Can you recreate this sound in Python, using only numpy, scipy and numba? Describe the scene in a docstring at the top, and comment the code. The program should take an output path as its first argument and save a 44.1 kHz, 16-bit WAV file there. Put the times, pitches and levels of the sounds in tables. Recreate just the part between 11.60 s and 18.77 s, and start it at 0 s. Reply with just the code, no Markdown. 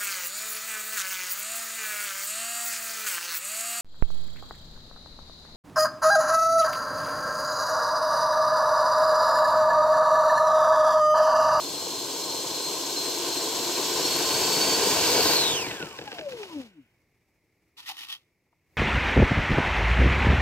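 """A high whine over rushing air comes closer: a model jet with a twelve-blade electric fan in a duct
taxis over grass towards the microphone. The spinning blades make the whine, the air they push the rush.
The throttle is cut: the whine glides down, grass brushes the wheels, the landing gear knocks in ruts,
and the coasting motor sings through the resonances of its housing.
The jet stands still in a quiet field, then something scuffs close by on the left."""
import sys
import numpy as np
from scipy import signal
from scipy.fft import rfft, irfft
from scipy.io import wavfile
from scipy.ndimage import map_coordinates
from numba import njit

SR = 44100
rng = np.random.default_rng(int(sys.argv[2]) if len(sys.argv) > 2 else 0)


def int16_out(signal):
    """Quantize to a 16-bit WAV file."""
    q = np.round(np.clip(np.atleast_2d(signal).T, -1, 1) * 32767)
    wavfile.write(sys.argv[1], SR, q.astype(np.int16))


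N = 316192
T = np.arange(N) / SR   # time of each sample
HZ = np.maximum(np.arange(N // 2 + 1) * SR / N, 1)   # frequency of each point of a spectrum

# how much uneven air entering the fan smears the blade tone: (time [s], level [dB])
INFLOW = [(0, -13.5), (2.2, -9.5), (2.6, -8), (3.2, -10.5), (3.65, -4.5), (3.9, -4), (4.2, -9), (4.5, -19)]


def from_db(db):
    """Turn decibels into a gain."""
    return 10 ** (np.asarray(db) / 20)


def unit_power(x):
    """Scale a signal to an average power of 1."""
    return x / np.sqrt(np.mean(x ** 2) + 1e-20)


def in_time(points):
    """Join (time, value) points into one value per sample."""
    return np.interp(T, *np.transpose(points))


def over_hz(points):
    """Join (frequency, value) points into a curve over the spectrum."""
    hz, values = np.transpose(points)
    return np.interp(np.log(HZ), np.log(hz), values)


def drift(rate_hz):
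    """A random wobble of size about 1, mostly slower than rate_hz."""
    return unit_power(irfft(rfft(rng.standard_normal(N)) / (1 + (HZ / rate_hz) ** 2), N))


def held(start_s, length_s, attack_s, release_db_per_s):
    """A gain that rises, holds and dies away."""
    fall_db = np.minimum(release_db_per_s * np.maximum(T - start_s - length_s, 0), 200)
    return np.clip((T - start_s) / attack_s, 0, 1) * from_db(-fall_db)


def noise(spectrum, resonances=(), flicker_db=1.0):
    """Flickering stereo noise of a given colour; left and right differ most in the treble."""
    # how alike the two microphones sound: (frequency [Hz], likeness [0-1])
    likeness = [(60, 0.89), (300, 0.96), (1500, 0.94), (3000, 0.79), (5300, 0.17), (7000, 0.74),
                (10000, 0.15), (15000, 0.15)]
    peaks_db = sum(db / (1 + (2 * (HZ - hz) / width) ** 2) for hz, width, db in resonances)
    band = 1 / np.sqrt((1 + (spectrum[0][0] / HZ) ** 10) * (1 + (HZ / spectrum[-1][0]) ** 20))
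    colour = from_db(over_hz(spectrum) + peaks_db) * band
    mid, side = (unit_power(irfft(rfft(white) * colour, N)) for white in rng.standard_normal((2, N)))
    alike = over_hz(likeness)
    side = irfft(rfft(side) * np.sqrt((1 - alike) / (1 + alike)), N)
    return (mid + side * [[1], [-1]]) * from_db(flicker_db * drift(37))


def noisy_tone(phase, width_hz):
    """A narrow band of stereo noise centred on a tone."""
    shared = drift(width_hz) * np.sin(phase) + drift(width_hz) * np.cos(phase)
    return 1.26 * shared + 1.2 * np.array([drift(width_hz), drift(width_hz)]) * np.sin(phase)


def resonate(x, hz, width_hz):
    """Let a signal ring at one pitch; a narrower width rings longer."""
    r = np.exp(-np.pi * width_hz / SR)
    feedback = [1, -2 * r * np.cos(2 * np.pi * hz / SR), r * r]
    return signal.lfilter(np.array([1, 0, -1]) * (1 - r * r) / 2, feedback, x)


def muffle(x, hz):
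    """Soften everything above hz."""
    return signal.sosfilt(signal.butter(2, hz, fs=SR, output="sos"), x)


def die_away(hits, decay_s):
    """Give each hit a fading tail."""
    return signal.lfilter([1], [1, -np.exp(-1 / (decay_s * SR))], hits + 1e-18)


def bursts(times, levels_db, decay_s, snap=0):
    """Short gritty contacts; a hard one begins with a snap."""
    hits = np.zeros(N)
    hits[(times * SR).astype(int)] = from_db(levels_db)
    return snap * hits + die_away(hits, decay_s) * rng.standard_normal(N)


def echoes(x):
    """Add weak, slightly late copies that colour the sound."""
    # reflections off the wings and the ground: (delay [s], strength [gain])
    reflections = [(.001083, 0.09), (.00262, .14), (.0071, 0.14)]
    ripple = 1 + sum(strength * np.exp(-2j * np.pi * HZ * delay) for delay, strength in reflections)
    return irfft(rfft(x) * ripple, N)


@njit
def spin(throttle_hz, hz, air_drag, loss_per_s, friction_hz_per_s):
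    """Blade passes per second: the motor chases the throttle; drag, losses and friction brake it."""
    blade_hz = np.zeros(len(throttle_hz))
    for i, aim in enumerate(throttle_hz):
        friction = friction_hz_per_s if aim <= 0 else 0.0
        push = air_drag * (aim ** 2 - hz ** 2) + loss_per_s * (aim - hz) - friction
        hz = max(hz + push / SR, 1.0)
        blade_hz[i] = hz
    return blade_hz


def fan_whine(phase, load, flutter_db=2.5, smear=0.48):
    """The passing blades make a fluttering tone, with overtones while the motor drives them."""
    # the tone swells and fades as the jet rolls and turns: (time [s], level [dB])
    swells = [(0, -43), (.65, -43), (.78, -35), (.88, -47), (1.04, -35.5), (1.25, -45), (1.47, -35),
              (1.63, -45.5), (1.77, -37), (1.97, -49), (2.1, -40), (2.36, -50), (2.48, -32), (2.65, -37),
              (3.06, -34.5), (3.25, -36), (3.42, -50), (3.65, -44.5), (3.8, -26), (3.94, -39.5),
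              (4.0, -36.5), (4.12, -52), (4.21, -51), (4.3, -67), (4.7, -100)]
    # the tone and its overtones: (multiple of the blade rate, level [dB])
    harmonics = [(1, 1.5), (2, -12.5), (3, -20.5)]
    whine = np.zeros((2, N))
    unsteady = smear * from_db(in_time(INFLOW))
    for multiple, db in harmonics:
        gain = from_db(db + flutter_db * drift(23)) * (load if multiple > 1 else 1)
        for side in whine:
            side += gain * from_db(drift(16)) * np.sin(multiple * phase + unsteady * drift(60))
    return np.sqrt(2) * from_db(in_time(swells)) * whine


def flow_gain(blade_hz, db, distance_db, speed_db, near_m=2.3, full_hz=4478):
    """Air noise loses distance_db when the jet is twice as far, and speed_db at half the fan speed."""
    # how far the jet is from the microphone: (time [s], distance [m])
    distance = [(0, 8.96), (1.2, 6.66), (2.05, 4.65), (2.5, 3.94), (3.0, 3.1), (3.6, 2.38), (4.3, 3.2)]
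    doublings = np.log2(in_time(distance) / near_m)
    return from_db(db - distance_db * doublings + speed_db * np.log2(blade_hz / full_hz))


def fan_roar(blade_hz, phase, blades=12):
    """The jet of air roars through the duct; at first the unbalanced shaft hums too."""
    # colour of the roar: (frequency [Hz], level [dB])
    colour = [(60, -30.5), (150, -9), (230, -15.5), (280, 0), (345, -1.5), (480, -1.5), (570, -7.5),
              (680, -3), (810, -8), (910, -2), (1040, -5.5), (1150, -11), (1350, -16)]
    # resonances of the duct: (frequency [Hz], width [Hz], level [dB])
    duct = [(346, 36, 2), (423, 190, 4), (1050.5, 61, 6.5)]
    # the same close by, shifted by the ground reflection: (frequency [Hz], width [Hz], level [dB])
    duct_near = [(287, 110, -3), (450, 160, 4), (1044, 61, 5.5)]
    hum = from_db(-11 + 3.6 * drift(6.2)) * np.sin(phase / blades) * np.interp(T, [2.2, 3.0], [1, 0])
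    near = np.interp(T, [2.3, 3.2], [0, 1])
    roar = np.sqrt(1 - near) * noise(colour, duct) + np.sqrt(near) * noise(colour, duct_near)
    return flow_gain(blade_hz, -27, distance_db=5.49, speed_db=10) * (roar + hum)


def fan_rush(blade_hz):
    """Swirling air rushes in the middle range."""
    # colour of the rush: (frequency [Hz], level [dB])
    colour = [(1100, -19), (1330, -9), (1500, -1), (1800, -9.5), (2100, -8), (2350, -2), (2600, -4),
              (2900, -2), (3250, -11.5), (4000, -21)]
    return flow_gain(blade_hz, -31, distance_db=9.4, speed_db=7.3) * noise(colour)


def fan_hiss(blade_hz, phase, load):
    """Air hisses in the intake; the blades chop its swirls, smearing part of their tone into noise."""
    # colour of the hiss: (frequency [Hz], level [dB])
    colour = [(2600, -13.5), (3200, 1), (3700, -3.5), (4400, -1), (5200, -2), (5900, -3.5), (6500, -2),
              (7500, -1), (8300, -3.5), (9100, -15), (11500, -14.5), (13300, -12), (14500, -19.5),
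              (17000, -20)]
    # resonances across the intake: (frequency [Hz], width [Hz], level [dB])
    intake = [(5540, 240, 2.3), (6500, 430, 2)]
    coasting = np.interp(T, [3.85, 3.97], [0, 1])
    chopped = noisy_tone(phase, width_hz=480)
    chopped += load * from_db(-10) * noisy_tone(3 * phase, width_hz=220)
    chopped += coasting * from_db(1) * noisy_tone(2 * phase, width_hz=300)
    hiss = noise(colour, intake, flicker_db=0.58) + from_db(in_time(INFLOW)) * chopped
    return flow_gain(blade_hz, -26, distance_db=4.7, speed_db=13.3) * hiss


def intake_whistle(hz=5560, width_hz=30):
    """One resonance of the intake sings at a steady pitch, briefly loud as the throttle opens."""
    # loudness of the whistle: (time [s], level [dB])
    loudness = [(0, -68), (2.2, -51), (2.3, -43), (2.48, -38.5), (2.55, -51.5), (4.0, -70), (4.4, -130)]
    return from_db(in_time(loudness)) * noisy_tone(2 * np.pi * hz * T, width_hz)


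def wheel_rumble():
    """The wheels rumble as they roll on turf."""
    # loudness of the rolling: (time [s], level [dB])
    loudness = [(0, -58.5), (2.0, -69), (2.6, -50), (3.7, -44.5), (4.0, -50.5), (4.3, -61), (5.0, -64),
                (5.2, -86.5)]
    # colour of the rumble: (frequency [Hz], level [dB])
    colour = [(40, -24.5), (85, -4), (220, -2.5)]
    return from_db(in_time(loudness)) * noise(colour, flicker_db=2.5)


def background():
    """A faint, low noise lies behind everything."""
    # loudness of the faint background noise, which swells briefly at the very end: (time [s], level [dB])
    loudness = [(0, -67), (5.3, -71), (6.65, -73), (6.8, -75), (7.05, -74), (7.17, -65)]
    # its colour: (frequency [Hz], level [dB])
    colour = [(25, -20), (50, -6.5), (134, -4), (210, -14), (310, -6.5), (500, -13), (740, -18), (890, -19),
              (1500, -26), (2200, -11), (3100, -30), (5700, -28), (9300, -34), (16000, -32)]
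    return from_db(in_time(loudness)) * noise(colour)


def grass(snaps_per_s=500, stop_s=5.02):
    """Stalks snap at random in tiny bright ticks, and grass brushes the gear until the jet stops."""
    # crackling under the slowing wheels: (time [s], level [dB])
    crunch = [(3.6, -110), (4.0, -49), (4.5, -59.5), (4.95, -67), (5.1, -110)]
    # colour of the snapping stalks: (frequency [Hz], level [dB])
    stalk_colour = [(1500, -13), (5000, 7.5), (8000, -9), (16000, -12.5)]
    # brushing on the wheels and gear doors: (time [s], level [dB])
    brushing = [(3.9, -72), (4.2, -49), (4.36, -62), (4.47, -51), (4.56, -47), (4.66, -54.5), (4.7, -47),
                (4.78, -49.5), (4.815, -45), (4.87, -52), (4.91, -47.5), (4.935, -47), (5.02, -51.5)]
    # colour of the brushing: (frequency [Hz], level [dB])
    brush_colour = [(110, -10.5), (330, -3), (900, -5), (1200, -9), (1600, -11), (2900, -4), (3500, -8),
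                    (6500, -16.5), (9500, -26), (16000, -30)]
    snaps = (rng.random(N) < snaps_per_s / SR) * rng.exponential(1, N)
    crackle = from_db(in_time(crunch)) * unit_power(die_away(snaps, decay_s=.0008)) * noise(stalk_colour)
    brush = from_db(in_time(brushing)) * noise(brush_colour, flicker_db=2.5)
    return crackle + brush * held(0, stop_s, attack_s=.01, release_db_per_s=170)


def gear_knocks():
    """The wheels drop into ruts: a sharp clack and a slower, low thump ring the hollow body."""
    # landing gear knocks: (time [s], clack level [dB], thump level [dB])
    knocks = [(4.0662, -26, -26), (4.112, -24.5, -35), (4.203, -31, -29), (4.2263, -24, -29.5),
              (4.268, -35, -47.5), (4.311, -37, -50), (4.388, -27, -35.5), (4.413, -29, -45),
              (4.4217, -37, -38), (4.477, -31, -48), (4.5175, -26.5, -49), (4.5278, -29, -55),
              (4.585, -28, -38), (4.5916, -27, -65), (4.611, -31, -42), (4.7213, -33, -44),
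              (4.734, -45, -38), (4.832, -28.5, -51)]
    # resonances of the jet's body: (frequency [Hz], width [Hz], level [dB])
    airframe = [(150, 70, -30), (305, 18, 1.5), (424, 90, 1), (517, 140, 0), (850, 82, -3),
                (1040, 150, -27.5), (1670, 340, -3), (2300, 200, -0.5), (2690, 760, -1),
                (5200, 2900, -13.5)]
    times, clack_db, thump_db = np.transpose(knocks)
    clack = bursts(times, clack_db + 9.5, decay_s=.0031, snap=5.4)
    thump = bursts(times, thump_db + 13, decay_s=.023)
    body = sum((-1) ** k * from_db(db) * resonate(clack, hz, width)
               for k, (hz, width, db) in enumerate(airframe))
    low = resonate(thump, 345, 160) + from_db(-6) * resonate(thump, 153, 94)
    return muffle(body, 6000) + muffle(low, 1100)   # rubber tyres dull the clack


def motor_song(blade_hz, phase, smooth_above_hz=1800, stall_below_hz=109):
    """Magnets tug on the coasting motor; each tone swells as it slides through a housing resonance."""
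    # tones of the magnetic tugging: (multiple of the blade rate)
    multiples = [1 / 3, 1, 2, 3]
    # resonances of the fan housing, one list per tone: (frequency [Hz], width [Hz], level [dB])
    housing = [
        [(95, 20, -27), (290, 76, -21.5)],
        [(228, 28, -19), (267, 14, 0.5), (289, 40, 1), (423, 56, -5.5), (494, 54, -5.5), (562, 29, 0.5),
         (605, 210, -7.5), (833, 29, -5), (1115, 180, -16), (1470, 100, -2)],
        [(291, 45, -14.5), (546, 100, -15.5), (884, 160, -23.5), (1640, 100, -14.5)],
        [(980, 130, -17)],
    ]
    song = 0
    for multiple, resonances in zip(multiples, housing):
        power = sum((from_db(db) / (1 + (2 * (multiple * blade_hz - hz) / width) ** 2) ** 1.15) ** 2
                    for hz, width, db in resonances)
        gain = np.sqrt(power / (1 + (stall_below_hz / blade_hz) ** 20))
        song += from_db(drift(25)) * gain * np.sin(multiple * phase)
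    return np.sqrt(2) * from_db(-32.5) / (1 + (blade_hz / smooth_above_hz) ** 3) * song


def scuffs(attack_s=.011, grain_db=2.5):
    """Dry, grainy rubbing strokes, each with a brief ring; a light contact lasts through them all."""
    # strokes: (start [s], length [s], level [dB], ring frequency [Hz], ring level [dB])
    strokes = [(6.167, 0.034, -49, 980, -62), (6.255, 0.046, -40, 1920, -47),
               (6.285, 0.029, -38, 830, -43.5), (6.365, 0.074, -44, 2980, -46),
               (6.478, 0.049, -44.5, 3200, -53), (6.489, 0.016, -50, 3300, -36),
               (6.518, 0.013, -36.5, 3230, -33.5)]
    # colour of the rubbing: (frequency [Hz], level [dB])
    colour = [(180, -52), (300, -21), (418, -38.5), (574, -33), (814, -11), (961, -11), (1410, -7.5),
              (1640, -18), (1870, 0), (2140, -2), (3190, -1.5), (6000, -13), (9090, -26), (11100, -19.5),
              (16000, -27)]
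    # peaks and dips in that colour: (frequency [Hz], width [Hz], level [dB])
    resonances = [(320, 60, 9.5), (555, 140, -10), (1910, 100, 0), (2120, 500, -9), (9000, 450, 4),
                  (11900, 370, 3)]
    contact = from_db(-53) * held(6.171, .35, attack_s, release_db_per_s=219)
    power, rings = contact ** 2, 0
    for start, length, db, hz, ring_db in strokes:
        stroke = held(start, length, attack_s, release_db_per_s=624)
        power += (from_db(db) * stroke) ** 2
        ring = resonate(rng.standard_normal(N), hz, 55 + hz / 20)
        rings += from_db(ring_db) * stroke * unit_power(resonate(ring, hz, hz / 5))
    rub = np.sqrt(power) * from_db(grain_db * drift(230)) * echoes(noise(colour, resonances))
    return rub + rings


def grass_ticks(hz=750):
    """Two small, dull ticks sound in the grass."""
    # ticks: (time [s], level [dB])
    ticks = [(6.864, -60.5), (6.928, -51.5)]
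    times, db = np.transpose(ticks)
    clicks = bursts(times, db + 5, decay_s=.005)
    return resonate(resonate(clicks, hz, 700), hz, 900)


def microphones(x):
    """Sound from the left reaches the left microphone first; the right one barely hears the top octave."""
    # direction of the sound: (time [s], head start of the left microphone [samples])
    lead = [(0, 0.94), (2.9, 0.046), (3.75, 2.64), (4.75, 6.4), (6.2, 5.4)]
    # balance of the two microphones: (frequency [Hz], left minus right [dB])
    balance = [(100, 2.13), (900, 4.52), (2000, 0.93), (3100, -3.5), (3900, 3.93), (4900, -1), (8400, -.5),
               (9400, 5.74), (10100, 20.83), (11700, 11.93), (15500, 13.76)]
    late_right = map_coordinates(x[1], [np.arange(N) - in_time(lead)], order=3, mode="nearest")
    ratio = from_db(over_hz(balance))
    gains = np.array([ratio, np.ones_like(ratio)]) * 2 / (1 + ratio)
    return irfft(rfft(np.array([x[0], late_right])) * gains, N)


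def scene():
    """One fan speed drives the whine, the air noise and the motor's song; faint noise lies behind."""
    # throttle (taxi, a little more, then cut): (time [s], blade rate it aims for [Hz])
    throttle = [(0, 4090), (.12, 4157), (2.3, 4157), (2.36, 4310), (2.6, 4400), (2.76, 4490), (3.69, 4478),
                (3.76, 3884), (3.9, 2838), (3.989, 0)]
    blade_hz = spin(in_time(throttle), hz=4260.0, air_drag=.000938, loss_per_s=.709,
                    friction_hz_per_s=461.5)
    blade_hz *= 1 + .0004 * drift(9)
    phase = 2 * np.pi * np.cumsum(blade_hz) / SR
    load = np.interp(T, [3.72, 3.85], [1, 0])   # the blades work hard until the throttle is cut
    jet = fan_whine(phase, load) + fan_roar(blade_hz, phase)
    jet += echoes(fan_rush(blade_hz) + fan_hiss(blade_hz, phase, load))
    jet += motor_song(blade_hz, phase) + gear_knocks() + wheel_rumble() + grass() + intake_whistle()
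    return background() + microphones(jet + scuffs() + grass_ticks())


def record(dry, cutoff_hz=15800):
    """Cut the highest treble steeply."""
    return irfft(rfft(dry) / np.sqrt(1 + (HZ / cutoff_hz) ** 800), N)


dry = scene()
out = record(dry)
int16_out(out)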